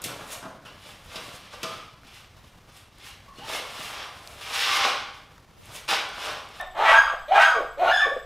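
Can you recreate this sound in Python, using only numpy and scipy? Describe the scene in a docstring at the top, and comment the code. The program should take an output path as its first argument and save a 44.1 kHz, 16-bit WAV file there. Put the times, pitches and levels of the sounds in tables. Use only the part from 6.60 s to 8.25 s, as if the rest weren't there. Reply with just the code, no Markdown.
"""A yelp dies away with a faint tick, then a puppy shut in a kennel yelps three times in a small hard room,
some way from a camera. Each yelp starts as a hoarse chest voice (pulses and breath through mouth and throat),
breaks into a high whistle (a few sine partials) and drops back to a low grunt.
The room rings on (random taps and decaying sines). Under it lie mains hum, rumble, hiss,
the camera's pulsing whine (a gated sine), faint high chirps and soft low bumps."""
import sys
import numpy as np
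from scipy import signal
from scipy.fft import rfft, irfft
from scipy.io import wavfile
from scipy.ndimage import uniform_filter1d

SR = 44100
rng = np.random.default_rng(int(sys.argv[2]) if len(sys.argv) > 2 else 0)


def master_out(mix):
    """Clip the mix to full scale and print it as 16-bit PCM to the path in sys.argv[1]."""
    frames = np.transpose(np.atleast_2d(mix))
    ceiling = np.clip(frames, -1, 1)
    pcm = np.round(ceiling * 32767).astype(np.int16)
    wavfile.write(sys.argv[1], SR, pcm)


def to_linear_factor(level_db):
    """Convert decibel levels (scalar or array-like) to linear amplitude factors."""
    exponent = np.asarray(level_db, float) / 20
    return 10 ** exponent


N = 72765  # samples
EDGE_HZ = 15020  # upper band limit


def evened(x):
    """Scales to rms 1."""
    return x / np.sqrt(np.mean(x ** 2) + 1e-20)


def read(points, hz):
    """Reads a spectrum table on a log-frequency axis."""
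    f, value = np.transpose(points)
    return np.interp(np.log(hz + 1), np.log(f + 1), value)


def add(mix, start_s, sound):
    """Mixes a sound in at start_s."""
    part = mix[round(start_s * SR):][:len(sound)]
    part += sound[:len(part)]


def controls(rows):
    """Turns table rows into sample-rate curves, one per column after time."""
    rows = np.array(rows)
    t = np.arange(rows[0, 0], rows[-1, 0], 1 / SR)
    return [np.interp(t, rows[:, 0], column) for column in rows.T[1:]]


def wobble(count, size):
    """Smooth random wander of rms 1: white noise averaged twice over size samples."""
    white = rng.standard_normal(N)[:count]
    return evened(uniform_filter1d(uniform_filter1d(white, size), size))


def noise(points):
    """Steady noise with the given spectrum, rms 1."""
    z = rfft(rng.standard_normal(N))
    return evened(irfft(z * to_linear_factor(read(points, np.fft.rfftfreq(N, 1 / SR))), N))


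def rumble():
    """Low-frequency noise, independent in mid and side."""
    # rumble spectrum: freq_hz, relative_db
    rumble_colour = [(10, 10), (25, 7), (45, -2), (60, 0), (90, -15.5), (125, -5), (260, -14), (400, -32),
                     (660, -67)]
    mid_db, side_re_mid_db = -53.5, -6
    mid = to_linear_factor(mid_db) * noise(rumble_colour)
    side = to_linear_factor(mid_db + side_re_mid_db) * noise(rumble_colour)
    return mid, side


def hiss():
    """Broadband noise; the mid flickers in level, the side is weaker and steady."""
    # mid hiss spectrum: freq_hz, relative_db
    mid_colour = [(300, -23), (3000, 10), (7300, -5.5), (7750, 12), (8300, -9.5), (11000, -5), (15000, -5)]
    # side hiss spectrum: freq_hz, relative_db
    side_colour = [(3000, -30), (6000, 0), (9000, 3), (12500, -0.5), (15000, 2)]
    mid_db, side_re_mid_db, flicker_db = -61, -16, 2
    mid = to_linear_factor(mid_db + flicker_db * wobble(N, size=120)) * noise(mid_colour)
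    side = to_linear_factor(mid_db + side_re_mid_db) * noise(side_colour)
    return mid, side


def hum():
    """Steady mains hum: sines at random phase."""
    # hum tones: freq_hz, rms_db
    hum_tones = [(50, -56.5), (120, -74)]
    t = np.arange(N) / SR
    return sum(np.sqrt(2) * to_linear_factor(db) * np.sin(2 * np.pi * (hz * t + rng.random())) for hz, db in hum_tones)


def camera_whine():
    """High sine gated on and off at a fixed rate, with softened edges."""
    whine_hz, rms_on_db = 12000, -71
    first_s, period_s, on_s = .0585, 1 / 15, .031
    t = np.arange(N) / SR
    gate = uniform_filter1d(1. * ((t - first_s) % period_s < on_s), size=60)
    return np.sqrt(2) * to_linear_factor(rms_on_db) * gate * np.sin(2 * np.pi * whine_hz * t)


def thumps():
    """Soft low bumps: about two sine cycles under a half-sine envelope."""
    # bumps: start_s, envelope_peak_db
    bump_events = [(.29, -41), (0.324, -44), (0.375, -44), (0.441, -44.5)]
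    bump_hz, length_s = 43.1, 0.047
    t = np.arange(0, length_s, 1 / SR)
    bump = np.sin(np.pi * t / length_s) * np.sin(2 * np.pi * bump_hz * t)
    out = np.zeros(N)
    for start_s, peak_db in bump_events:
        add(out, start_s, to_linear_factor(peak_db) * bump)
    return out


def chirps():
    """Faint short bursts of one fixed high tone."""
    # chirps: start_s, peak_db
    chirp_events = [(0.0194, -57), (0.1047, -58.5), (0.623, -62), (1.1059, -56), (1.6242, -57)]
    chirp_hz, length_s = 7770, .016
    t = np.arange(0, length_s, 1 / SR)
    chirp = np.sin(np.pi * t / length_s) ** .5 * np.sin(2 * np.pi * chirp_hz * t)
    out = np.zeros(N)
    for start_s, peak_db in chirp_events:
        add(out, start_s, to_linear_factor(peak_db) * chirp)
    return out


def tick():
    """One tick: a few high modes, each a decaying sine."""
    # tick modes: freq_hz, relative_db, t60_s
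    tick_modes = [(6100, -12.5, 0.018), (9400, -1, 0.005), (11100, -10, 0.0066), (13500, -7, .006)]
    start_s, tick_db, length_s = .012, -31, .016
    t = np.arange(0, length_s, 1 / SR)
    ring = sum(to_linear_factor(tick_db + db - 60 * t / t60_s) * np.sin(2 * np.pi * hz * t) for hz, db, t60_s in tick_modes)
    out = np.zeros(N)
    add(out, start_s, ring)
    return out


def room():
    """Impulse response: direct sound, a dense tail dying by band, and the strongest standing waves."""
    # tail decay time: freq_hz, t60_s
    tail_t60 = [(300, 1), (800, 0.47), (2000, 0.51), (5500, 0.46), (14000, 0.6)]
    # tail spectrum at its start: freq_hz, relative_db
    tail_colour = [(300, -18.5), (600, -6.5), (900, 0.5), (5000, -1.5), (14000, -0.5)]
    # standing waves: freq_hz, relative_db
    standing_waves = [(571, -34.5), (612, -33), (673, -33), (732, -37), (802, -42.5), (893, -31),
                      (1001, -58), (1121, -40), (1351, -28.5), (1637, -33), (1770, -33.5), (1943, -28.5),
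                      (2304, -30.5), (2471, -27), (3525, -38.5)]
    direct_db, tail_db, modes_db, mode_width_hz = -6, -1.5, -14.5, 12.9
    t = np.arange(SR) / SR
    # one tap of random sign at a random place in every 20 samples
    slots = (SR - 101) // 20
    taps = np.zeros(SR)
    taps[np.arange(100, SR - 20, 20) + rng.integers(0, 20, slots)] = rng.choice([-1., 1.], slots)
    hz, frame_s, z = signal.stft(taps, SR, nperseg=256)
    decay_db = -60 * frame_s / read(tail_t60, hz)[:, None]
    z = z * to_linear_factor(read(tail_colour, hz)[:, None] + decay_db)
    tail = signal.istft(z, SR, nperseg=256)[1][:SR]
    decay = np.exp(-np.pi * mode_width_hz * t)
    modes = sum(to_linear_factor(db) * decay * np.sin(2 * np.pi * f * t) for f, db in standing_waves)
    out = to_linear_factor(tail_db) * tail / np.linalg.norm(tail) + to_linear_factor(modes_db) * modes / np.linalg.norm(modes)
    out[0] += to_linear_factor(direct_db)
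    return out


def rasp(rows):
    """Air tearing through the narrowed throat, in uneven grains."""
    # breath spectrum: freq_hz, relative_db
    rasp_colour = [(900, -8.5), (2000, -0.5), (4300, -2), (4900, -33), (6000, -14.5), (9000, -27),
                   (12000, -23), (15000, -34)]
    grain_db = 3
    level_db, = controls(rows)
    grains = grain_db * wobble(len(level_db), size=60)
    return to_linear_factor(level_db + grains) * noise(rasp_colour)[:len(level_db)]


def whistle(rows):
    """A nearly pure high tone with a few overtones and a little air."""
    # overtone spectrum: freq_hz, relative_db
    overtone_colour = [(2300, -5.5), (3300, -16), (3550, -6), (4200, -19), (4900, -19), (5250, -20.5),
                       (5700, -33), (6500, -21.5), (7100, -34.5), (8000, -41.5), (9800, -38.5),
                       (15000, -60)]
    jitter, air_db = .009, -27.5
    clear_from_hz, veil_db_per_oct = 1600, 180  # below this pitch overtones 3 and up are veiled
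    hz, level_db, over_db = controls(rows)
    turns = np.cumsum(hz * (1 + jitter * wobble(len(hz), size=150))) / SR
    veil_db = veil_db_per_oct * np.minimum(np.log2(hz / clear_from_hz), 0)
    tone = np.cos(2 * np.pi * turns)
    for k in range(2, 10):
        gain_db = over_db + read(overtone_colour, k * hz) + (k > 2) * veil_db
        tone = tone + to_linear_factor(gain_db) * (k * hz < EDGE_HZ) * np.cos(2 * np.pi * k * turns)
    air = 1 + to_linear_factor(air_db) * wobble(len(hz), size=6)
    return np.sqrt(2) * to_linear_factor(level_db) * tone * air


def mouth_and_throat(drive, level_db, mouth_hz, slope_db_per_oct):
    """Time-varying filter on fold pulses and breath: mouth resonance, throat colour, treble by effort."""
    # throat response: freq_hz, gain_db
    throat_colour = [(200, -40), (330, 22), (500, 12.5), (1400, 4), (2200, 3.5), (3600, -2), (4250, -12),
                     (4600, -16.5), (5100, -14), (5900, -19), (7700, -24.5), (8600, -27), (15000, -45)]
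    mouth_width_hz, below_mouth_db_per_oct = 700, 29.5
    far_slope_share = 0.37  # beyond the first octave over the mouth the slope changes in proportion
    breath_ease = 0.83  # the breath loses less treble than the pulses
    treble_from_hz, treble_per_effort, full_effort_db = 570, 0.28, 2.5  # quiet voice is also duller
    f, t, (z, air) = signal.stft(drive, SR, nperseg=512, noverlap=448)
    f = f[:, None]
    at = np.minimum(np.round(t * SR).astype(int), len(level_db) - 1)
    mouth_hz, slope = mouth_hz[at], slope_db_per_oct[at]
    octaves = np.log2((f + 1) / mouth_hz)
    z = z + air * to_linear_factor(-breath_ease * np.minimum(slope, 0) * np.clip(octaves, 0, 2))
    near_slope = np.where(octaves > 0, slope, below_mouth_db_per_oct)
    bent_octaves = np.where(octaves > 1, 1 + far_slope_share * (octaves - 1), octaves)
    gain = to_linear_factor(read(throat_colour, f) + near_slope * bent_octaves)
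    gain = gain * (1 + 1 / (1 + ((f - mouth_hz) / mouth_width_hz * 2) ** 2))
    duller_db = treble_per_effort * np.minimum(level_db[at] - full_effort_db, 0)
    z = z * gain * to_linear_factor(duller_db * np.clip(np.log2((f + 1) / treble_from_hz), 0, 2))
    # even out frame power so that the level curve alone sets loudness
    z = z / np.sqrt(uniform_filter1d(2 * (abs(z) ** 2).sum(0) / 1.5, size=9) + 1e-12)
    return signal.istft(z, SR, nperseg=512, noverlap=448)[1][:len(level_db)]


def chest(rows):
    """Uneven strong-weak fold pulses and puffs of air pass the mouth and throat."""
    jitter, shimmer_db, onset_s = .09, 2, .01
    hz, level_db, half, rough, mouth_hz, slope = controls(rows)
    half, rough = np.clip(half, 0, 1), np.clip(rough, 0, 1)
    # turns count at half the pitch: odd partials make pulses alternate strong-weak
    turns = np.cumsum(hz / 2 * (1 + jitter * (rough + 0.1426) * wobble(len(hz), size=80))) / SR
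    folds = np.zeros(len(hz))
    for k in range(1, 60):
        share = half if k % 2 else 1
        folds += share * (k * hz < 32000) * np.cos(2 * np.pi * k * turns)
    puffs = (0.7 + np.exp(-(turns % 1) / 0.67)) * rng.standard_normal(N)[:len(hz)]
    drive = np.array([np.sqrt(1 - rough ** 2) * evened(folds), rough * evened(puffs)])
    voice = mouth_and_throat(drive, level_db, mouth_hz, slope)
    swell = np.minimum(np.arange(len(hz)) / SR / onset_s, 1)
    return swell * to_linear_factor(level_db + shimmer_db * wobble(len(hz), size=150)) * voice


def puppy():
    """All voice layers in the room; a yelp begun before the start ends as the sound opens."""
    # chest voice before the room, one table per yelp:
    # time_s, pitch_hz, level_db, half_pitch_share (0-1), roughness (0-1), mouth_hz, treble_slope_db_per_oct
    chest_yelps = [
        [(-.15, 741, -21, 1, 0.7, 776, 10), (-.03, 750, -30, 0.86, 0.26, 730, -6),
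         (0.0, 711.6, -36, 0.3, 0.07, 696, 13.5), (.04, 518, -44.5, 0.9, 0.3, 500, 16)],
        [(.14, 605.5, -41.5, 1, 0.91, 950, -22), (.17, 682, -29.5, 1, 0.56, 800, 8),
         (.2, 789.7, -19, 1, 0.71, 727, 1), (.235, 860.2, -19, 1, 0.6, 820, 3),
         (.265, 656.6, -13.5, 1, 0.31, 920, 3), (.305, 662.9, -12, 0.28, 0.36, 864, 4),
         (.325, 444.6, -14, 1, 0.37, 850, 3), (.345, 453.5, -19, 1, 0.23, 900, 5.5),
         (.42, 454.5, -29.5, 1, 0.51, 1170, -14.5), (.5, 553.2, -34.5, 1, 0.66, 1050, 12),
         (.54, 472, -33, 0.92, 0.81, 693, -69)],
        [(.678, 550.6, -33.5, 0.5, 0, 600, -6), (.706, 670, -28, .05, 0.16, 702.2, 4),
         (.72, 765.2, -6.5, .05, 0.17, 780, -27), (.74, 805, -19, 0.4, 0.32, 765, 3.5),
         (.76, 809, -10, 0.4, 0.52, 796, 1.5), (.79, 639, -14.5, 0.12, 0.5, 926, -2.5),
         (.82, 642.7, -15, 1, 0.41, 939, 11.5), (.85, 666, -24, 1, 0.56, 1310, -14),
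         (.9, 645.4, -25.5, 0.5, 0.54, 1300, -46), (.94, 543, -38.5, 1, 0.69, 720, -2),
         (.965, 458.2, -26, 1, 0.08, 508, 3), (.99, 425.8, -28.5, 0.3, 0.71, 490, -10),
         (1.015, 558, -32, 0.24, 1, 520, -15), (1.05, 372, -45, 0.2, 0.5, 467, -20)],
        [(1.17, 539.7, -35, 0.4, 0.33, 594, -5), (1.188, 580.7, -32.5, 0.8, 0.4, 597, -0.5),
         (1.204, 688.3, -22.5, 0.7, 0.11, 710, 0), (1.222, 739.9, -15.5, 0.62, 0.25, 706, -16),
         (1.27, 737.5, -17.5, 0.93, 0.55, 750, 0), (1.3, 755.6, -20.5, 0.2, 0.7, 800, -17.5),
         (1.34, 786.8, -54, 0.8, 0.12, 835, 22), (1.42, 794.8, -25.5, 0.2, 0.11, 844, 10.5),
         (1.445, 613.8, -49, .1, 0.6, 610, -16), (1.475, 471.7, -24, 0.8, 0.7, 487, 3),
         (1.495, 419.4, -45, 0.2, 0.65, 460, -23), (1.525, 570, -25, 0.4, 0.16, 540, -23),
         (1.542, 471, -78, 0.1, 0.38, 480, -14), (1.568, 532, -25.5, 0.7, 0.56, 480, -29),
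         (1.61, 388, -75, 0.5, 0.2, 356, -14.5)],
    ]
    # whistle register before the room, one table per strand (the last yelp splits in two):
    # time_s, pitch_hz, level_db, overtones_db
    whistle_strands = [
        [(-.2, 1838, -40, -2), (-.15, 1898, -46, 19), (0.0, 1782, -36, -1)],
        [(.315, 1572, -13, -20), (.333, 1557, -13.5, -35.5), (.36, 1631, -23, 4), (.39, 1622, -13, -1),
         (.42, 1620, -46, -16), (.46, 1616, -28, -3), (.48, 1209, -25, -22), (.505, 1135, -38, -16),
         (.53, 1120, -64, 1)],
        [(.8, 1486, -14.5, -24), (.83, 1572, -14.5, -6.5), (.86, 1636, -24, 11), (.885, 1576, -24.5, -22),
         (.91, 1487, -20, -33), (.93, 1353, -29.5, -25), (.955, 1110, -20.5, -6.5), (.99, 1130, -78, -1)],
        [(1.25, 1265, -65, 5), (1.275, 1427, -17.5, -1), (1.295, 1410, -27, 9), (1.32, 1731, -17.5, -4.5),
         (1.345, 1752, -31.5, 11.5), (1.39, 1740, -19.5, -0.5), (1.43, 1770, -27, 1), (1.45, 1824, -35, -5)],
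        [(1.32, 1662, -51, -5), (1.345, 1682, -19, 3), (1.38, 1612, -22.5, 0.5), (1.405, 1295, -34, 5.5),
         (1.435, 1151, -26, -9), (1.455, 1112, -24, -8), (1.49, 1065, -78.5, -23)],
    ]
    # breath rasp before the room as each yelp climbs: time_s, level_db
    rasp_climbs = [
        [(.15, -48), (.21, -36), (.27, -36)],
        [(.68, -43), (.72, -42.5), (.77, -31.5)],
        [(1.18, -45), (1.231, -40), (1.291, -31), (1.339, -54), (1.4, -62)],
    ]
    lead_s = .3  # run-in, cut off after the room
    lead = round(lead_s * SR)
    dry = np.zeros(N + lead)
    for voice, tables in ((chest, chest_yelps), (whistle, whistle_strands), (rasp, rasp_climbs)):
        for rows in tables:
            add(dry, rows[0][0] + lead_s, voice(rows))
    return signal.fftconvolve(dry, room())[lead:lead + N]


def scene():
    """Everything in the middle; only rumble and hiss differ a little left to right."""
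    rumble_mid, rumble_side = rumble()
    hiss_mid, hiss_side = hiss()
    small_sounds = hum() + camera_whine() + thumps() + chirps() + tick()
    mid = rumble_mid + hiss_mid + small_sounds + puppy()
    side = rumble_side + hiss_side
    return np.array([mid + side, mid - side])


def top_cut(x):
    """Nothing passes above the cut-off."""
    return signal.sosfilt(signal.butter(12, 15160, fs=SR, output="sos"), x)


def record(dry):
    """Soft ceiling on the loudest peaks, small constant offset, band limit."""
    ceiling, offset = .99, .0007  # full scale = 1
    limited = dry / (1 + (dry / ceiling) ** 10) ** (1 / 10)
    low_pass = signal.firwin(511, EDGE_HZ, window=("kaiser", 9), fs=SR)
    mix = signal.oaconvolve(limited + offset, low_pass[None], "same")
    return top_cut(mix)


dry = scene()
out = record(dry)
master_out(out)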